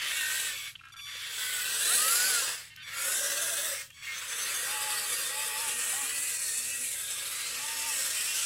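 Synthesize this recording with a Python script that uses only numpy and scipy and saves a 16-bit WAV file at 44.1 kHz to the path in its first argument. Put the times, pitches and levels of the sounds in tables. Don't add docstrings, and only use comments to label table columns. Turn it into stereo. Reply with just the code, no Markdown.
import sys
import numpy as np
from scipy import signal
from scipy.fft import rfft, irfft, next_fast_len
from scipy.io import wavfile
from scipy.ndimage import uniform_filter1d, map_coordinates

SR = 44100
rng = np.random.default_rng(int(sys.argv[2]) if len(sys.argv) > 2 else 0)


def store_pcm(level_fs):
    pcm = np.round(np.clip(level_fs, -1, 1) * 32767).astype(np.int16)
    wavfile.write(sys.argv[1], SR, np.atleast_2d(pcm).T)


def gain_from_decibels(decibels):
    exponent = np.asarray(decibels, float) / 20
    return 10 ** exponent


N = 372644
T = np.arange(N) / SR
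STEP = 16

# pitch_hz, density_db (per Hz)
CLATTER = [(88, -33), (150, -19), (315, -18), (555, -10.5), (716, -17), (854, -15.5), (1040, -11.5),
           (1190, -6.5), (1870, -4.5), (2140, -3), (3490, -2), (5460, -2), (7920, 1.5), (10800, 3.5),
           (16000, -7.5)]
# pitch_hz, width_hz, lift_db
CASING = [(520, 280, 2.5), (1172, 32, 3), (1593, 83, 6.5), (1900, 250, 4), (2600, 480, 2.5), (3400, 380, 2),
          (7900, 910, 4.5), (10000, 310, 1)]


def tooth_impacts():
    size = next_fast_len(N)
    hz = np.arange(size // 2 + 1) * SR / size
    chance, strength, scrape = rng.random(N), rng.exponential(size=N), rng.standard_normal(N)
    hits = (chance < 2500 / SR) * gain_from_decibels(1.55 * np.minimum(strength, 4)) * np.sign(scrape)
    throb_db = 0.45 * walk(14) + 0.051 * walk(30) + 1.48 * walk(200)
    drive = (level(hits, -2.0) + np.roll(scrape, 99)) * gain_from_decibels(throb_db)
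    lift_db = sum(db / (1 + (2 * (hz - centre) / width) ** 2) for centre, width, db in CASING)
    return rfft(drive, size) * colour(CLATTER, size) * gain_from_decibels(lift_db)


# time_s, speed_db (as tooth force), load_db (on the tyres)
RUNS = [
    [(0, -11.5, 7.5), (.14, -3.5, 2.5), (.4, 2, -1), (.68, -13.5, 1.5), (.8, -55, -34)],
    [(1.08, -24, 5), (1.27, -11.5, 3), (1.41, -1.5, 0), (1.6, -1, 1.5), (1.95, 8, 0.5), (2.04, 4, 2),
     (2.28, 8.5, 0.5), (2.52, 2.5, 1.5), (2.68, -22.5, -2)],
    [(2.82, -27, 9.5), (3.01, 1, 1), (3.22, 2.5, 1.5), (3.36, 0.5, 4), (3.72, -0.5, 3), (3.81, -11.5, 1),
     (3.89, -31, -17)],
    [(3.97, -20, 5), (4.21, -9.5, 3.5), (4.42, 0.5, 4), (5.3, 1.5, 1.5), (5.98, 2.5, 0), (6.5, 1, -4.5),
     (6.97, -0.5, -4), (7.51, -1, 0.5), (8.45, 3.5, -2)],
]
PART_HZ = [550, 1800, 4300, 8300]
# speed_db_per_db, load_db_per_db, trim_db
ANSWER = [(1, 0.83, -0.5), (0.45, 1.46, -0.2), (0.5, 0.58, 0.07), (0.97, -0.16, -2)]
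# time_s, treble_db (highest facing the phone)
PLACE = [(0, 3), (.5, 0.5), (1.6, 3.5), (2.2, -1.5), (3.2, 0.5), (3.95, 3), (4.4, -0.5), (5.2, -4.5),
         (6.3, -3), (7.2, -7), (7.7, -3), (8.45, -9)]
# start_s, end_s
RESTS = [
    (.735, 1.06),
    (2.69, 2.865),
    (3.885, 4.02),
]


def clatter():
    spectrum = tooth_impacts()
    size = next_fast_len(N)
    hz = np.arange(size // 2 + 1) * SR / size
    slow = T[::STEP]
    s, speed_db, load_db = np.concatenate(RUNS).T
    motion = [np.interp(slow, s, speed_db), np.interp(slow, s, load_db), np.ones(len(slow))]
    change_db = np.array(ANSWER) @ motion
    facing_db = np.interp(slow, *np.transpose(PLACE))
    out = 0
    for step in range(27):
        centre = 180 * 2 ** (step / 4)
        window = np.clip(1 - 4 * np.abs(np.log2((hz + 1) / centre)), 0, 1)
        place = np.interp(np.log(centre), np.log(PART_HZ), np.arange(4))
        share = np.clip(1 - np.abs(np.arange(4) - place), 0, 1)
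        top_db = facing_db * np.clip(np.log2(centre / 9000) / .5, 0, 1)
        band_db = share @ change_db + top_db + 1.3 * coarse_walk(3) + 1.2 * coarse_walk(18)
        out = out + irfft(spectrum * window, size)[:N] * np.interp(T, slow, gain_from_decibels(band_db))
    resting = uniform_filter1d(sum((T > a) * (T < b) * 1. for a, b in RESTS), size=900)
    return level(slide(out) * gain_from_decibels(-9 * resting), -30)


# time_s, centre_hz, lift_db
RIDGES = [
    [(0, 4660, 5), (.55, 4200, -9)],
    [(1.3, 3400, 9.5), (1.7, 3370, 2), (2.15, 4900, 8.5), (2.35, 4830, 1)],
    [(1.7, 3900, 6), (1.9, 6200, -3), (2.05, 6000, 1)],
    [(1.8, 3400, 8), (2, 3700, 2), (2.27, 4480, 7.5), (2.5, 3440, 4)],
    [(1.2, 7500, 2.5), (1.95, 8270, 7), (2.22, 7000, 4.5)],
    [(1.9, 10100, 2), (2.25, 11250, 6), (2.5, 10400, 3.5)],
    [(3, 3540, 5), (3.3, 3915, 7.5), (3.5, 3327, 3), (3.7, 3750, 6)],
    [(3.1, 5400, 8), (3.3, 5980, 9.5), (3.5, 6330, 0), (3.72, 5740, 6)],
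    [(4.45, 4430, 5), (4.7, 4830, 10), (5, 4600, 6), (5.4, 4870, 3), (5.62, 5425, 7)],
    [(5.9, 4610, -0.5), (6.5, 4300, 11), (6.72, 4700, 4), (7, 3510, 6.5), (7.2, 3620, 7), (7.45, 4040, 4)],
    [(7.75, 5420, 5.5), (8.45, 5400, 3.5)],
    [(3.9, 3280, 26), (4.08, 3400, 3)],
    [(2.9, 2260, 7), (2.96, 2200, 1)],
    [(.1, 3650, 9), (.35, 4000, 7), (.5, 3800, 3)],
    [(3.05, 10460, 1), (3.2, 10600, 4)],
    [(6.05, 2500, -1), (6.35, 2600, 2)],
    [(1.4, 1492, 0), (1.75, 1574, 8), (1.87, 1740, 17)],
    [(4.3, 7960, 3), (4.6, 8340, 2)],
    [(4.6, 1143, 5), (5.9, 1157, 5)],
    [(4.3, 3550, 5), (5.7, 3610, 2)],
    [(6.75, 2710, 5), (6.95, 2070, 14)],
    [(2.05, 12400, 6), (2.45, 12500, 1)],
    [(8.2, 6290, -5), (8.45, 5900, 9)],
]
# time_s, centre_hz, lift_db
NOTCHES = [
    [(1.6, 2180, -16.5), (2.15, 2170, -3), (2.55, 2380, -18)],
    [(2.83, 1880, -12), (3, 2440, 4), (3.3, 2250, -15.5), (3.65, 2310, -15)],
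    [(.15, 4750, -8), (.4, 4580, -5)],
    [(2.95, 7000, 5), (3.75, 7040, -3.5)],
    [(4.25, 4110, -1.5), (5.5, 4050, -3)],
    [(4.6, 2110, -9), (6, 2130, -6)],
    [(6.15, 3400, -3), (6.5, 3106, -12), (6.85, 3230, -1)],
    [(6.85, 5150, 5), (7.1, 4770, -5.5), (7.4, 5160, -3)],
    [(4.75, 8660, 4), (5.15, 8130, -4)],
    [(6.95, 7900, -1.5), (7.3, 7900, -2)],
    [(6.95, 9600, -2.5), (7.3, 9400, -2)],
    [(6.25, 1102, -20), (7.05, 1130, -20)],
]
# start_s, length_s, centre_hz, lift_db
RASPS = [
    (4.15, 0.036, 6200, 11),
    (4.28, 0.084, 6240, 11),
    (4.39, 0.06, 6150, 15),
    (4.54, .08, 6360, 10),
]


def slide(x):
    hz, s, cells = signal.stft(x, SR, nperseg=512)
    width = 0.05
    lift_db = 0
    rasps = [[(a, f, db), (a + long_s, f, db)] for a, long_s, f, db in RASPS]
    for tables, fade_s in ((RIDGES + NOTCHES, 0.087), (rasps, .008)):
        for at, centre, db in map(np.transpose, tables):
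            edge = np.clip(1 + np.minimum(s - at[0], at[-1] - s) / fade_s, 0, 1)
            distance = (hz[:, None] / np.interp(s, at, centre) - 1) / width
            lift_db = lift_db + edge * np.interp(s, at, db) * np.exp(-distance ** 2)
    return signal.istft(cells * gain_from_decibels(lift_db), SR, nperseg=512)[1][:N]


# start_s, fastest_s, end_s, pitch_hz, level_db
TYRE_GROWL = [
    (1.9, 2.1, 2.5, 460, -55),
    (3.05, 3.6, 3.84, 580, -51),
    (4.4, 4.9, 5.9, 550, -56),
]


def tyre_growl():
    tables = arcs(TYRE_GROWL, (.07, 1.3, .01, .17), (-5, -8))
    return whine(tables, [(1, -6.5), (.9, -10.5), (1.12, -8.5)], 0.0249, 7.0)


# time_s, pitch_hz, level_db
PINION = [
    [(.1, 3400, -50), (.4, 3337, -49), (.68, 3450, -55)],
    [(1.3, 3510, -63), (1.65, 3400, -50), (1.78, 3730, -52), (1.87, 3930, -39.5), (2.02, 3970, -47)],
    [(2.05, 4873, -57), (2.2, 5040, -49), (2.35, 4900, -48)],
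    [(3.1, 3570, -60), (3.3, 3860, -60), (3.7, 3794, -44)],
    [(4.45, 4540, -44), (4.75, 4750, -57), (5.25, 4480, -63)],
    [(5.3, 3567, -58), (5.7, 3490, -68)],
    [(6.95, 3450, -49), (7.2, 3640, -55), (7.45, 3940, -62)],
    [(7.7, 5290, -51.5), (8.45, 5335, -54)],
]
# ratio, level_db
PINION_LINES = [(.89, -3), (.955, -7), (1, 0), (1.04, -6), (1.09, -8)]


def pinion_whine():
    return whine(PINION, PINION_LINES, .007, 3.2)


# time_s, mesh_hz, level_db
LOW_WHINE = [
    [(4.67, 800, -52), (4.714, 863, -47.5), (4.83, 853, -48), (4.956, 850, -45), (5.0, 806, -59.5),
     (5.046, 822, -46), (5.08, 835, -67)],
    [(5.3, 805, -58), (5.378, 844, -47), (5.42, 867, -49), (5.534, 854, -48), (5.63, 920, -46),
     (5.69, 850, -48), (5.77, 874, -56)],
    [(5.93, 780, -48), (5.97, 848, -51.5), (6.01, 860, -47), (6.052, 790, -54), (6.09, 770, -60)],
    [(7.59, 810, -57), (7.644, 864, -49), (7.718, 907, -48.5), (7.786, 892, -53), (7.872, 921, -47),
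     (7.91, 855, -45), (7.97, 876, -71)],
]
# ratio, level_db
THREE_POLE = [(1, 0), (4 / 3, -5), (2.2, -16), (3.02, -4), (2.8, -14)]


def low_whine():
    return whine(LOW_WHINE, THREE_POLE, .008, 2.0)


# time_s, mesh_hz, level_db
SURGE = [
    [(1.87, 1180, -52), (1.9, 1280, -39), (1.955, 1640, -39)],
    [(1.96, 1170, -55), (1.985, 1195, -41), (2.15, 1420, -39), (2.29, 1545, -38), (2.37, 1400, -43),
     (2.47, 1220, -47)],
]
# ratio, level_db
SIX_BEAT = [(1 / 6, -26), (1 / 2, -16.5), (1, 0), (3 / 2, -9), (5 / 2, -16), (3, -15)]


def surge():
    return whine(SURGE, SIX_BEAT, 0.00493, 2.5)


# time_s, mesh_hz, level_db
MID_WHINE = [
    [(.1, 1480, -57.5), (.2, 1525, -41), (.38, 1568, -40.5), (.55, 1500, -51.5)],
    [(1.38, 1514, -47), (1.6, 1489, -43), (1.78, 1617, -48), (1.92, 1890, -44), (2.2, 1945, -47)],
    [(2.9, 1340, -55), (2.98, 1376, -43), (3.1, 1490, -41), (3.3, 1627, -41.5), (3.5, 1644, -44),
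     (3.7, 1720, -45), (3.8, 1690, -62)],
    [(4.4, 1540, -84), (4.65, 1604, -46), (5.0, 1600, -53.5), (5.5, 1582, -52)],
]
# ratio, level_db
WORN_MESH = [(.965, -10), (1, -3), (1.035, -10), (1.23, -9), (1.72, -11), (2.3, -12), (2.4, -14)]


def mid_whine():
    return whine(MID_WHINE, WORN_MESH, 0.0072, 1.8)


# start_s, fastest_s, end_s, mesh_hz, level_db
HIGH_WHINE = [
    (.1, .2, .55, 1890, -43),
    (1.38, 1.45, 1.75, 1990, -45),
    (4.42, 4.92, 5.22, 1945, -46),
    (5.22, 5.45, 5.62, 1930, -47),
    (5.62, 6.2, 6.62, 1945, -46),
    (6.62, 6.72, 6.92, 1905, -51),
    (6.95, 7.05, 7.3, 1640, -52),
    (7.3, 7.4, 7.5, 2050, -50),
    (7.5, 7.95, 8.3, 1885, -52),
]
# ratio, level_db
TRUE_MESH = [(.965, -13), (1, 0), (1.035, -12), (1.65, -14), (2.3, -14), (2.4, -9)]


def high_whine():
    return whine(arcs(HIGH_WHINE, (.04, 1.5, .01, .12), (-4, -4)), TRUE_MESH, .012, 3.2)


# start_s, fastest_s, end_s, mesh_hz, level_db
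TOP_WHINE = [
    (.08, .12, .58, 2704, -45),
    (4.68, 4.74, 4.95, 2640, -45),
    (5.3, 5.45, 5.88, 2620, -46),
    (5.9, 6.2, 6.45, 2530, -44),
    (6.45, 6.75, 6.85, 2657, -45),
    (7.7, 7.8, 8.1, 2700, -52),
    (8.13, 8.2, 8.3, 2560, -47),
    (8.33, 8.39, 8.45, 2850, -44),
]
# ratio, level_db
CLUSTER = [(0.902, -11), (.96, -8), (1, 0), (1.05, -8), (1.12, -10)]


def top_whine():
    return whine(arcs(TOP_WHINE, (.07, 1.3, .01, .17), (-7, -7)), CLUSTER, .008, 2.8)


# start_s, fastest_s, end_s, pitch_hz, level_db
AXLE_HUM = [
    (5.67, 5.75, 5.9, 240, -62),
    (5.92, 6.2, 6.3, 280, -63),
    (6.58, 6.68, 6.93, 261, -60),
    (7.45, 7.84, 8.1, 268, -62),
]


def axle_hum():
    tables = arcs(AXLE_HUM, (.15, 1.5, .02, .12), (-5, -8))
    return whine(tables, [(1, -3.5), (2, -5.0)], 0.01104, 3.9)


def whine(tables, orders, wobble, rough_db):
    flutter = 1 + wobble * walk(40) + wobble * walk(9)
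    hz = np.zeros(N)
    for rows in tables:
        hz += np.interp(T, *np.transpose(rows)[:2]) * (T >= rows[0][0]) * (T < rows[-1][0])
    on, out = hz > 0, np.zeros(N)
    phase = 2 * np.pi * np.cumsum((hz * flutter)[on]) / SR
    for ratio, db in orders:
        rough = (walk(45) + .35 * walk(160))[on]
        out[on] += gain_from_decibels(db + rough_db * rough) * np.sin(ratio * phase)
    return np.sqrt(2) * out * sum(swell(rows) for rows in tables)


def arcs(pushes, arc, ends_db):
    below, curve, sag, sag_per_s = arc
    u = np.linspace(0, 1, 9)
    back, on = u[::-1], u[1:]
    tables = []
    for start, top, end, hz, db in pushes:
        times = np.r_[top - (top - start) * back, top + (end - top) * on]
        climb = 1 - below * back ** curve
        droop = 1 - (sag + sag_per_s * (end - top)) * on ** 1.5
        levels = db + np.r_[ends_db[0] * back ** 2, ends_db[1] * on ** 2]
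        tables.append(np.transpose([times, hz * np.r_[climb, droop], levels]))
    return tables


def swell(rows, fade_s=0.0017):
    s, db = np.array(rows)[:, 0], np.array(rows)[:, -1]
    edge = np.minimum(T - s[0], s[-1] - T) / fade_s + (s[0] <= 0) + (s[-1] >= T[-1])
    return gain_from_decibels(np.interp(T, s, db)) * np.clip(edge, 0, 1) * (T >= s[0]) * (T <= s[-1] + .001)


# start_s, loudest_s, end_s, level_db, motor (0 left, 1 right, 2 right from behind)
CHOPS = [
    (.45, .66, .715, -51, 0),
    (.3, .605, .718, -48, 1),
    (.9213, 1.067, 1.4, -44, 0),
    (1.35, 1.5, 1.6, -48, 1),
    (2.8205, 2.835, 2.94, -49, 0),
    (2.85, 2.88, 2.97, -52, 1),
    (3.9435, 4.04, 4.26, -50, 2),
]
CHOP_TONES = [
    [-12, -6, 2, -5, -6, -12, -12, -20, -12, -13, -17],
    [-25, 4, 3, -4, -6, -20, 0, -20, -20, -28, -25],
    [-11, 0, -5, -3, -6, -9, -1, -18, -12, -14, -22],
]


def chopper():
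    chop_hz = (1160, 1123, 1123)
    frame_s, pause_s, pause_sag = .02215, .0045, .06
    out = np.zeros(N)
    for start_s, top_s, end_s, top_db, motor in CHOPS:
        motor = round(motor)
        on = (T >= start_s) & (T < end_s)
        paused = (T[on] - start_s) % frame_s > frame_s - pause_s
        phase = 2 * np.pi * np.cumsum(chop_hz[motor] * (1 - pause_sag * paused)) / SR
        stack = sum(gain_from_decibels(db) * np.sin((k + 1) * phase + k * k) for k, db in enumerate(CHOP_TONES[motor]))
        rows = [(start_s, top_db - 8), (top_s, top_db), (end_s, top_db - 9)]
        out[on] += swell(rows, .001)[on] * stack * gain_from_decibels(-3 * paused)
    missed = 1. * (T > .9425) * (T < .9655)
    return out * (1 - uniform_filter1d(missed, size=60))


# start_s, end_s, level_db, loudest_hz
SERVO = [(0, 0.122, -38.5, 3110), (.5, 0.682, -76, 2460), (0.75, 0.758, -52.5, 1500),
         (0.754, 0.763, -41, 3160), (0.791, .806, -51, 2600), (0.81, 0.819, -50, 1450),
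         (0.835, 0.915, -59, 2630), (0.939, 0.954, -47, 1410), (.958, .972, -48, 1460),
         (.977, .99, -48, 1490), (.993, 1.013, -51, 1500), (.9915, 1.008, -47.5, 2620),
         (2.702, 2.742, -53, 2780), (2.702, 2.742, -54, 1950), (2.702, 2.742, -68, 4100),
         (2.771, 2.835, -50, 1680), (2.8, 2.835, -52, 3600), (2.7585, 2.766, -50, 2900),
         (2.771, 2.835, -53, 2930), (3.78, 3.821, -42, 2120), (3.9017, 3.915, -51, 2720),
         (3.9025, 3.915, -55, 1800), (4.019, 4.039, -47, 2330), (4.07, 4.145, -39.5, 2020),
         (4.06, 4.145, -54, 2900), (4.12, 4.23, -46.5, 3540), (4.72, 4.76, -46, 2650),
         (8.16, 8.225, -42, 2760),
    (8.272, 8.335, -40, 2750),
    (8.272, 8.335, -41, 3060),
    (8.36, 8.42, -42, 3150),
    (8.425, 8.45, -44, 2600),
]
# pitch_hz, gain_db
SERVO_BODY = [(900, -12.5), (1200, -1.5), (1600, -9), (2100, 1.5), (2800, 2.5), (3700, -5), (4600, -7)]


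def servo():
    servo_hz, stall_hz = 305.6, 270
    stall_start_s, stall_end_s = .78, 1.05
    out = np.zeros(N)
    twitches = [(s, s + .012, -49, 1480) for s in .835 + .0159 * np.arange(5)]
    bursts = SERVO + twitches
    multiple = np.arange(3, 16)[:, None]
    body_hz, body_db = np.transpose(SERVO_BODY)
    body = gain_from_decibels(np.interp(np.log(multiple * servo_hz), np.log(body_hz), body_db))
    unevenness = rng.standard_normal((len(bursts), 13, 1))
    for (start_s, end_s, db, top_hz), uneven in zip(bursts, unevenness):
        on = (T >= start_s) & (T < end_s)
        age = T[on] - start_s
        hz = multiple * (stall_hz if stall_start_s < start_s < stall_end_s else servo_hz)
        edge = np.clip(np.minimum(age / .001, (age[-1] - age) / .003), 0, 1)
        weight = np.exp(-(np.log(hz / top_hz) / 0.11) ** 2) + gain_from_decibels(-17) * body
        tones = weight * gain_from_decibels(2.0 * uneven) * np.sin(2 * np.pi * hz * age + 1.8 * uneven)
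        out[on] += gain_from_decibels(db) * edge * np.sum(tones, 0)
    stalled = (T > stall_start_s) * (T < stall_end_s)
    return out * gain_from_decibels(2.2 * walk(250) * stalled)


# time_s, peak_db
TICKS = [
    (.727, -58),
    (.8541, -51),
    (.886, -51),
    (.896, -55),
    (2.7627, -36),
    (3.9046, -44),
]
# time_s, peak_db, pitch_hz
THUDS = [
    (1.152, -51, 503),
]


def creaks():
    out = np.zeros(N)
    for at_s, db in TICKS:
        for hz in (-3900, 4700, -5600, 6500, -7400, 8800, -10300, 11800, -13500):
            add(out, at_s, db - 3, hz, .007)
    for at_s, db, hz in THUDS:
        add(out, at_s, db, hz, .06)
    return out


def add(out, at_s, db, hz, t60):
    age = np.arange(int(t60 * SR)) / SR
    i = int(at_s * SR)
    out[i:i + len(age)] += gain_from_decibels(db) * np.sin(2 * np.pi * hz * age) * np.exp(-np.log(1000) * age / t60)


def room(x):
    t60_s, treble_t60_s, split_hz = .2, .12, 1300
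    hold = 1024
    age = np.arange(int(.14 * SR)) / SR
    fade = np.sin(np.pi * np.arange(2 * hold) / (2 * hold))
    x = np.r_[np.zeros(hold), x, np.zeros(2 * hold)]
    common, left, right = rng.standard_normal((3, 24, len(age)))
    bass = signal.lfilter(*signal.butter(2, split_hz, fs=SR), common)
    treble = signal.lfilter(*signal.butter(2, split_hz, "high", fs=SR), [left, right])
    bass = bass * np.exp(-np.log(1000) * age / t60_s)
    treble = treble * np.exp(-np.log(1000) * age / treble_t60_s)
    echo = (bass + treble) * (age > .003)
    size = next_fast_len(2 * hold + len(age))
    patterns = rfft(echo / np.sqrt(np.mean(np.sum(echo ** 2, 2))), size)
    out = np.zeros((2, len(x) + size))
    for k, i in enumerate(range(0, N + hold, hold)):
        piece = rfft(x[i:i + 2 * hold] * fade, size)
        out[:, i:i + size] += irfft(piece * patterns[:, k % len(common)], size)
    return out[:, hold:hold + N]


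# pitch_hz, density_db
QUIET = [(20, -9), (40, -16), (65, 1), (85, -12), (125, 0), (180, -9.5), (260, -17), (450, -24), (750, -30),
         (1300, -22), (3000, -10.5), (5000, -20), (10000, -25), (16000, -40)]


def quiet():
    size = next_fast_len(N)
    noise = rfft(rng.standard_normal((2, size)))
    mid, side = irfft(noise * colour(QUIET, size), size)[:, :N]
    side = 0.39 * side + signal.lfilter(*signal.butter(1, 1500, "high", fs=SR), side)
    hum_phase = 2 * np.pi * np.cumsum(95.7 * (1 + 0.063 * walk(25))) / SR
    hum = gain_from_decibels(-67 + 1.3 * walk(6.3)) * np.sin(hum_phase)
    return level(np.array([mid + side, mid - side]), -58) + hum


def level(x, db):
    return x * gain_from_decibels(db) / np.sqrt(np.mean(x ** 2))


def coarse_walk(rate):
    k = max(int(SR / STEP / rate), 1)
    values = rng.standard_normal(N // 100)[:N // STEP // k + 2]
    steps = np.repeat(values, k)[:len(T[::STEP])]
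    return 1.3 * uniform_filter1d(uniform_filter1d(steps, k), k)


def walk(rate):
    return np.interp(T, T[::STEP], coarse_walk(rate))


def colour(points, size):
    hz, db = np.transpose(points)
    return gain_from_decibels(np.interp(np.log(np.arange(size // 2 + 1) * SR / size + 1), np.log(hz), db))


# time_s, left_lag_samples
LAG = [(0, -.5), (.6, -2), (1.0, -1), (1.7, -2), (2.25, 1), (2.8, 2.5), (3.2, 5), (3.9, 5.8), (4.1, 5.8),
       (4.5, 4.5), (5.2, 3.5), (6.2, 5), (6.8, 5), (7.25, 3), (7.75, 1), (8.45, 0)]


def scene():
    toy = clatter() + tyre_growl() + pinion_whine()
    deck = creaks() + low_whine() + surge() + axle_hum() + high_whine() + mid_whine() + top_whine()
    board = chopper() + servo()
    lag = np.interp(T, *np.transpose(LAG))
    pan_db = 3 - 0.44 * lag
    wet = np.clip(gain_from_decibels(-4 + 8 * T), 0, .76)
    direct = toy * np.sqrt(1 - wet ** 2) + deck
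    ports = []
    for side in (1, -1):
        heard = delayed(direct, side * lag) + delayed(board, side * lag * .2)
        ports.append(heard * gain_from_decibels(side * pan_db / 2))
    sent = wet * (toy + gain_from_decibels(-10) * (deck + board))
    sent = signal.lfilter(*signal.butter(1, 700, "high", fs=SR), sent)
    return np.array(ports) + room(sent) + quiet()


def delayed(x, late):
    return map_coordinates(x, [np.arange(N) - late / 2], order=3)


def low_pass(x):
    return signal.sosfilt(signal.butter(12, 16650, fs=SR, output="sos"), x)


def record(dry):
    top_cut = signal.ellip(10, .2, 80, 15800, fs=SR, output="sos")
    mix = signal.sosfilt(top_cut, dry)
    return low_pass(mix)


dry = scene()
out = record(dry)
store_pcm(out)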